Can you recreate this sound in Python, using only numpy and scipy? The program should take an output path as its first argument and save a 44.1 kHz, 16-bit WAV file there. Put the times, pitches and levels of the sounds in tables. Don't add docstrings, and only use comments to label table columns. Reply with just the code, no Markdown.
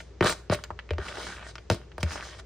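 import sys
import numpy as np
from scipy import signal
from scipy.fft import rfft, irfft, next_fast_len
from scipy.io import wavfile

SR = 44100
rng = np.random.default_rng(int(sys.argv[2]) if len(sys.argv) > 2 else 0)


def dump_mix(stems):
    frames = np.atleast_2d(stems).T
    limited = np.clip(frames, -1, 1)
    pcm = np.round(limited * 32767).astype(np.int16)
    wavfile.write(sys.argv[1], SR, pcm)


N = 108045
SIZE = next_fast_len(N + SR // 2)
HZ = np.maximum(np.arange(SIZE // 2 + 1) * SR / SIZE, 1)
TIME = np.arange(SIZE) / SR
SIDE = np.array([[1], [-1]])


def from_db(db):
    return 10 ** (np.asarray(db) / 20)


def unit_rms(x):
    return x / np.sqrt(np.mean(x ** 2) + 1e-20)


def curve(points):
    hz, value = np.transpose(points)
    return np.interp(np.log(HZ), np.log(hz), value)


def high_pass(hz, order=2):
    return signal.freqz(*signal.butter(order, hz, "high", fs=SR), worN=HZ, fs=SR)[1]


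def click_at(start):
    return np.exp(-2j * np.pi * HZ * start)


IMPACT_BANDS = [130, 420, 1300, 2400, 5000, 9000]
# t/s, then relative level/dB at each EQ point
IMPACTS = [(0.2085, 26, 21, 12, 9, 1, -26), (0.2249, 20, 11, 10, 9, -16, -17),
           (0.2404, -4, 20.5, 3, -9, -6, -11), (.2455, 27.5, 16.5, 12, -11, 1, -13),
           (0.2598, -5, 15, 3, 13, -21, -7), (0.2711, 13, 4, 11.5, -4, 9, -31),
           (.2962, -13, 6, 11, 7, -16, -5), (.3008, -16, 6, -6, 0, -1, -5.5),
           (0.325, -29, 5, 1, 3.5, -14, -8), (0.4983, 28.5, 18, 5.5, -2, -0.5, -30),
           (0.5226, 8, 17.5, 1.5, -21, -12, -33), (0.5277, 18, 12.5, 9.5, -6, -18, -15),
           (.547, 19, -16, -2.5, 4.5, -25, -9.5), (0.6386, -22, -15, -4, -2.5, -1.5, -15),
           (0.704, 1, 2.5, -9, -16, -26, -38), (0.8913, -31, -15, -11, -7, -31, -47),
           (0.907, 6, 4.5, -1.5, 3, -9.5, -29), (0.9343, -9, 1, -8, -6, -15.5, -40),
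           (0.9827, -10, 4.5, 4, -2, -8.5, -32), (1.5553, -3, -16, 0.5, -6, -5, -32),
           (1.5818, -10, -17, -7, -8.5, -11.5, -42), (1.7005, 22, 22, 15, 8.5, 7, -7),
           (1.7125, 29, 4.5, 6.5, -2.5, 2, -14), (1.7215, 23.5, 13, -22, -16, -1.5, -14),
           (1.7448, -3, -2, -8, -18, -17, -16), (1.9809, -3, 5, 3, -8.5, -16, -19.5),
           (2.03, 25.5, 8.5, 3, 8, 2, -7.5)]
def impacts(chatter_s=0.0022, chatter_hz=3000):
    share = 0.99 / (1 + (chatter_hz / HZ) ** 3)
    fade = np.exp(-TIME[:SR // 20] / chatter_s)
    out = 0
    for start, *levels in IMPACTS:
        chatter = rfft(rng.standard_normal(len(fade)) * fade / np.sqrt(np.sum(fade ** 2)), SIZE)
        colour = from_db(curve(list(zip(IMPACT_BANDS, levels))))
        out += click_at(start) * colour * (np.sqrt(1 - share) + np.sqrt(share) * chatter)
    eq_db = curve([(300, -5.5), (1300, -1.5), (4000, -4.5), (9000, -2), (12000, 0.5), (16000, -9)])
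    return out * high_pass(hz=94) * from_db(eq_db)


def slips(eq, per_s, spread_db):
    sizes = from_db(spread_db * np.minimum(rng.exponential(1, SIZE), 4))
    signs = rng.choice([-1, 1], SIZE)
    clicks = sizes * signs * (rng.random(SIZE) < per_s / SR)
    return unit_rms(irfft(rfft(clicks) * from_db(curve(eq)), SIZE))


def blade_travel(spectrum, depth_db=3.5, shifts_per_s=14):
    band_index = np.clip(3 * np.log2(HZ / 400), 0, 14)
    out = 0
    for k in range(15):
        swell = np.interp(TIME * shifts_per_s + rng.random(), np.arange(200), rng.standard_normal(200))
        band = irfft(spectrum * np.maximum(1 - abs(band_index - k), 0), SIZE)
        out += band * from_db(depth_db * swell)
    return rfft(out)


# t/s, relative hiss level/dB, relative grit level/dB
STROKES = [
    [(0, -53, -38), (.045, -68, -87), (.12, -73, -71)],
    [(.225, -52, -30.5), (.25, -41.5, -27), (.272, -31, -23), (.3, -34.5, -29), (.328, -37, -48),
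     (.345, -54, -73), (.42, -70, -60)],
    [(.505, -70, -39), (.516, -43, -26), (.537, -35.5, -34), (.555, -47.5, -52), (.575, -60, -50),
     (.63, -64, -76)],
    [(.99, -63.5, -43.5), (1.04, -49.5, -45), (1.09, -44.5, -39), (1.125, -53, -40), (1.19, -45.5, -41),
     (1.255, -43, -48.5), (1.34, -48.5, -47), (1.425, -64.5, -46), (1.495, -49, -47.5), (1.53, -68, -68),
     (1.66, -78, -88)],
    [(1.705, -58, -60), (1.73, -39.5, -56), (1.755, -51.5, -50), (1.78, -60, -61), (1.84, -88, -62)],
    [(1.998, -60, -65), (2.008, -44.5, -43), (2.022, -58, -84), (2.065, -57.5, -41.5), (2.125, -39, -46),
     (2.16, -45, -47), (2.2, -54, -40), (2.26, -48, -52), (2.33, -56.5, -45), (2.38, -59.5, -58.5),
     (2.398, -48, -40.5), (2.45, -122, -113)],
]
# f/Hz, level/dB
HISS_EQ = [(1000, -3), (2400, -4), (3500, -1), (5700, -0.5), (7200, -5), (9500, -7), (11500, -21.5),
           (15500, -17)]
# f/Hz, level/dB
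GRIT_EQ = [(120, -24.5), (300, -11), (550, -1), (850, 1.5), (1600, 6.5), (2400, -3), (4000, -6),
           (9000, -62)]
def blade_scrape():
    hiss_env = grit_env = 0
    for stroke in STROKES:
        times, hiss_db, grit_db = np.transpose(stroke)
        hiss_env += from_db(np.interp(TIME, times, hiss_db, left=-200, right=-200))
        grit_env += from_db(np.interp(TIME, times, grit_db, left=-200, right=-200))
    sizzle = unit_rms(irfft(rfft(rng.standard_normal(SIZE)) * high_pass(hz=10800, order=3), SIZE))
    sizzle_env = from_db(-43) * (hiss_env / hiss_env.max()) ** 1.9

    def friction():
        hiss = hiss_env * slips(HISS_EQ, per_s=9000, spread_db=4)
        grit = grit_env * slips(GRIT_EQ, per_s=500, spread_db=3)
        return rfft(hiss + from_db(-5) * grit)

    mid = friction()
    side = 0.7 * friction() * curve(STEREO_WIDTH) * SIDE
    return blade_travel(mid) + side + rfft(sizzle_env * sizzle)


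# f/Hz, level/dB over the direct wave, t60/s before the cap
SHEET_MODES = [(178.6, 4, 0.086), (311.4, 2, 0.12), (345, 0, 0.37), (403.3, 1.5, 0.18), (495.7, 4, 0.048),
               (603.2, 6.5, 0.16), (646, 4.5, .1), (1135, -3, 0.15), (1094, -35, 0.035),
               (1282, -41.5, 0.12), (1500, -12, 0.046), (1775, -9.5, 0.033), (1870, -15.5, 0.03),
               (2200, -3, 0.072)]
def board_response(t60_cap_s=0.2, spread_s=0.002577, top_hz=3750):
    modes = sum(from_db(db) / (1 + 2j * np.pi * (HZ - hz) * min(t60, t60_cap_s) / np.log(1000))
                for hz, db, t60 in SHEET_MODES)
    delay = spread_s * np.maximum(np.sqrt(1000 / HZ) - np.sqrt(1000 / top_hz), 0)
    chirp = np.exp(-2j * np.pi * np.cumsum(delay) * SR / SIZE)
    rim = from_db(-4.5) * echoes(t60=0.075, damping=0.54) * high_pass(hz=327, order=1)
    return chirp * (1 + modes + rim)


# t/s, level/dB, f/Hz, t60/s
HOLLOW_KNOCKS = [(0.2116, -10.5, 362, 0.041), (0.5239, -13.5, 595, 0.039), (.909, -14, 455, 0.025),
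                 (.911, -32, 583, 0.12), (0.987, -25.5, 394, 0.064), (1.703, -18, 470, 0.043),
                 (2.034, -38.5, 563, 0.15)]
def board_knocks(attack_s=0.001):
    out = 0
    for start, db, hz, t60 in HOLLOW_KNOCKS:
        t = np.maximum(TIME - start, 0)
        envelope = from_db(db - 60 * t / t60) * (1 - np.exp(-t / attack_s))
        out += envelope * np.sin(2 * np.pi * hz * t)
    return rfft(out)


# t/s, level/dB, f/Hz, attack/s
LOW_WOBBLES = [(0.213, -21.5, 91, 0.006), (.504, -24, 90, 0.01), (0.713, -38.5, 87, 0.01),
               (0.912, -23.5, 80.3, 0.018), (0.993, -27.5, 76.4, 0.01), (1.708, -20.5, 96.5, 0.008),
               (1.992, -33, 79, 0.023), (2.036, -20, 79.4, 0.016)]
def board_wobbles():
    out = 0
    for start, db, hz, attack_s in LOW_WOBBLES:
        t = np.maximum(TIME - start, 0)
        swell = (t / attack_s * np.exp(1 - t / attack_s)) ** 0.87
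        out += from_db(db) * swell * np.sin(2 * np.pi * hz * t)
    return rfft(out)


# t/s, relative level/dB, f/Hz, half-width/octaves
FOOD_PATS = [(0.589, -3.5, 1200, 0.34), (.649, -10.5, 1350, 0.54), (.7048, 7.5, 993, 0.32),
             (0.7899, -0.5, 1670, 0.71), (0.795, -14.5, 1900, 1), (1.083, 2, 2280, 0.34),
             (1.154, -7, 1170, 1), (1.172, -3, 975, 1), (1.183, 4, 436, 0.32), (1.201, 1, 1070, 0.34),
             (1.231, -6, 920, .8), (1.268, 1, 1210, 0.57), (1.294, -9, 905, 0.49), (1.377, -7, 1320, 0.4),
             (1.425, -18, 1870, 1), (1.917, -17, 1850, 0.84), (2.118, -4, 1250, 0.94),
             (2.157, 3.5, 810, 0.65), (2.177, -7.5, 1127, 1), (2.2, -5, 770, 0.66), (2.225, 1, 1477, 0.28)]
def food_pats():
    pats = sum(click_at(start) * from_db(db) / np.sqrt(1 + (np.log2(HZ / hz) / width) ** 4)
               for start, db, hz, width in FOOD_PATS)
    softness_db = curve([(100, -20), (300, 5.5), (700, 1.5), (4000, -1.5), (8000, -14), (12000, -21)])
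    landing = 0.64 * click_at(0.00098) + 0.9 * echoes(t60=0.036, damping=0.05)
    return pats * from_db(softness_db) * high_pass(hz=170) * landing


# start t/s, end t/s
HEAP_PUSHES = [(1.01, 1.47), (2.1, 2.3)]
# f/Hz, relative level/dB
CRUMB_BANDS = [(150, 5.5), (380, 0.5), (700, -3.5), (1000, 0.5), (1500, -1.5), (2200, -5)]
def crumbs(per_s=130, gain_db=-10, spread_db=4, fade_db=2.5):
    out = 0
    for hz, db in CRUMB_BANDS:
        clicks = np.zeros(SIZE)
        for start, end in HEAP_PUSHES:
            count = int((end - start) * per_s / len(CRUMB_BANDS))
            progress = (np.arange(count) + rng.random(200)[:count]) / count
            scatter_db = spread_db * rng.standard_normal(200)[:count]
            onsets = ((start + (end - start) * progress) * SR).astype(int)
            clicks[onsets] = from_db(gain_db + db - fade_db * (progress - 0.5) + scatter_db)
        band = signal.butter(2, [hz / np.sqrt(2), hz * np.sqrt(2)], "band", fs=SR, output="sos")
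        out += signal.sosfilt(band, clicks + 1e-18)
    return rfft(out)


# f/Hz, relative side gain
STEREO_WIDTH = [(150, 0.061), (700, 0.59), (1700, 0.1), (3500, 0.69), (9000, 0.58), (11000, 0.07)]
def echoes(t60, damping):
    octave = np.clip(np.log2(HZ / 125), 0, 7)
    noise, t = rng.standard_normal((2, SR // 2)), TIME[:SR // 2]
    tails = 0
    for k in range(8):
        band_t60 = t60 * 2 ** (-damping * (k - 3))
        fade = from_db(-60 * t / band_t60) * (1 - np.exp(-t / 0.002))
        band = np.maximum(1 - abs(octave - k), 0)
        tails += rfft(noise * fade / np.sqrt(np.sum(fade ** 2)), SIZE) * band
    mid, side = tails
    width = curve(STEREO_WIDTH)
    return mid * np.sqrt(1 - width ** 2) + side * width * SIDE


# f/Hz, level/dB
AIR_EQ = [(25, -14), (60, 5.5), (100, 7.5), (160, -1), (250, -9.5), (400, -1.5), (800, -17), (1700, -19.5),
          (3000, -25.5), (6500, -28.5), (9500, -45.5), (12000, -64)]
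def room_tone(air_db=-51.5, hum_db=-49, hum_hz=59.7):
    mid, side = rfft(rng.standard_normal((2, SIZE))) * from_db(curve(AIR_EQ))
    air = unit_rms(irfft(mid + 1.2 * side * curve(STEREO_WIDTH) * SIDE, SIZE))
    hum = np.sqrt(2) * np.sin(2 * np.pi * hum_hz * TIME)
    return rfft(from_db(air_db) * air + from_db(hum_db) * hum)


# f/Hz, left-over-right level/dB
STEREO_BALANCE = [(80, 1), (350, 2.2), (800, 1.5), (1100, -1), (2000, -.4), (10000, 0)]
# f/Hz, left lead/rad
STEREO_PHASE = [(100, 0), (2000, 0), (3600, .5), (5000, 0), (8000, -1.7), (9300, -2.0), (10700, -3.05),
                (13500, -3.15), (15700, -4.0)]
def scene():
    board = (impacts() + blade_scrape()) * board_response()
    close = board + board_knocks() + food_pats() + crumbs()
    reverb = from_db(-17) * echoes(t60=0.36, damping=0.038)
    mix = close * (1 + reverb) + board_wobbles() + room_tone()
    pan = from_db(SIDE / 2 * curve(STEREO_BALANCE))
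    phase = np.exp(1j * SIDE / 2 * curve(STEREO_PHASE))
    return irfft(mix * pan * phase, SIZE)[:, :N]


def record(dry):
    return signal.sosfiltfilt(signal.butter(24, 15900, fs=SR, output="sos"), dry)


dry = scene()
out = record(dry)
dump_mix(out)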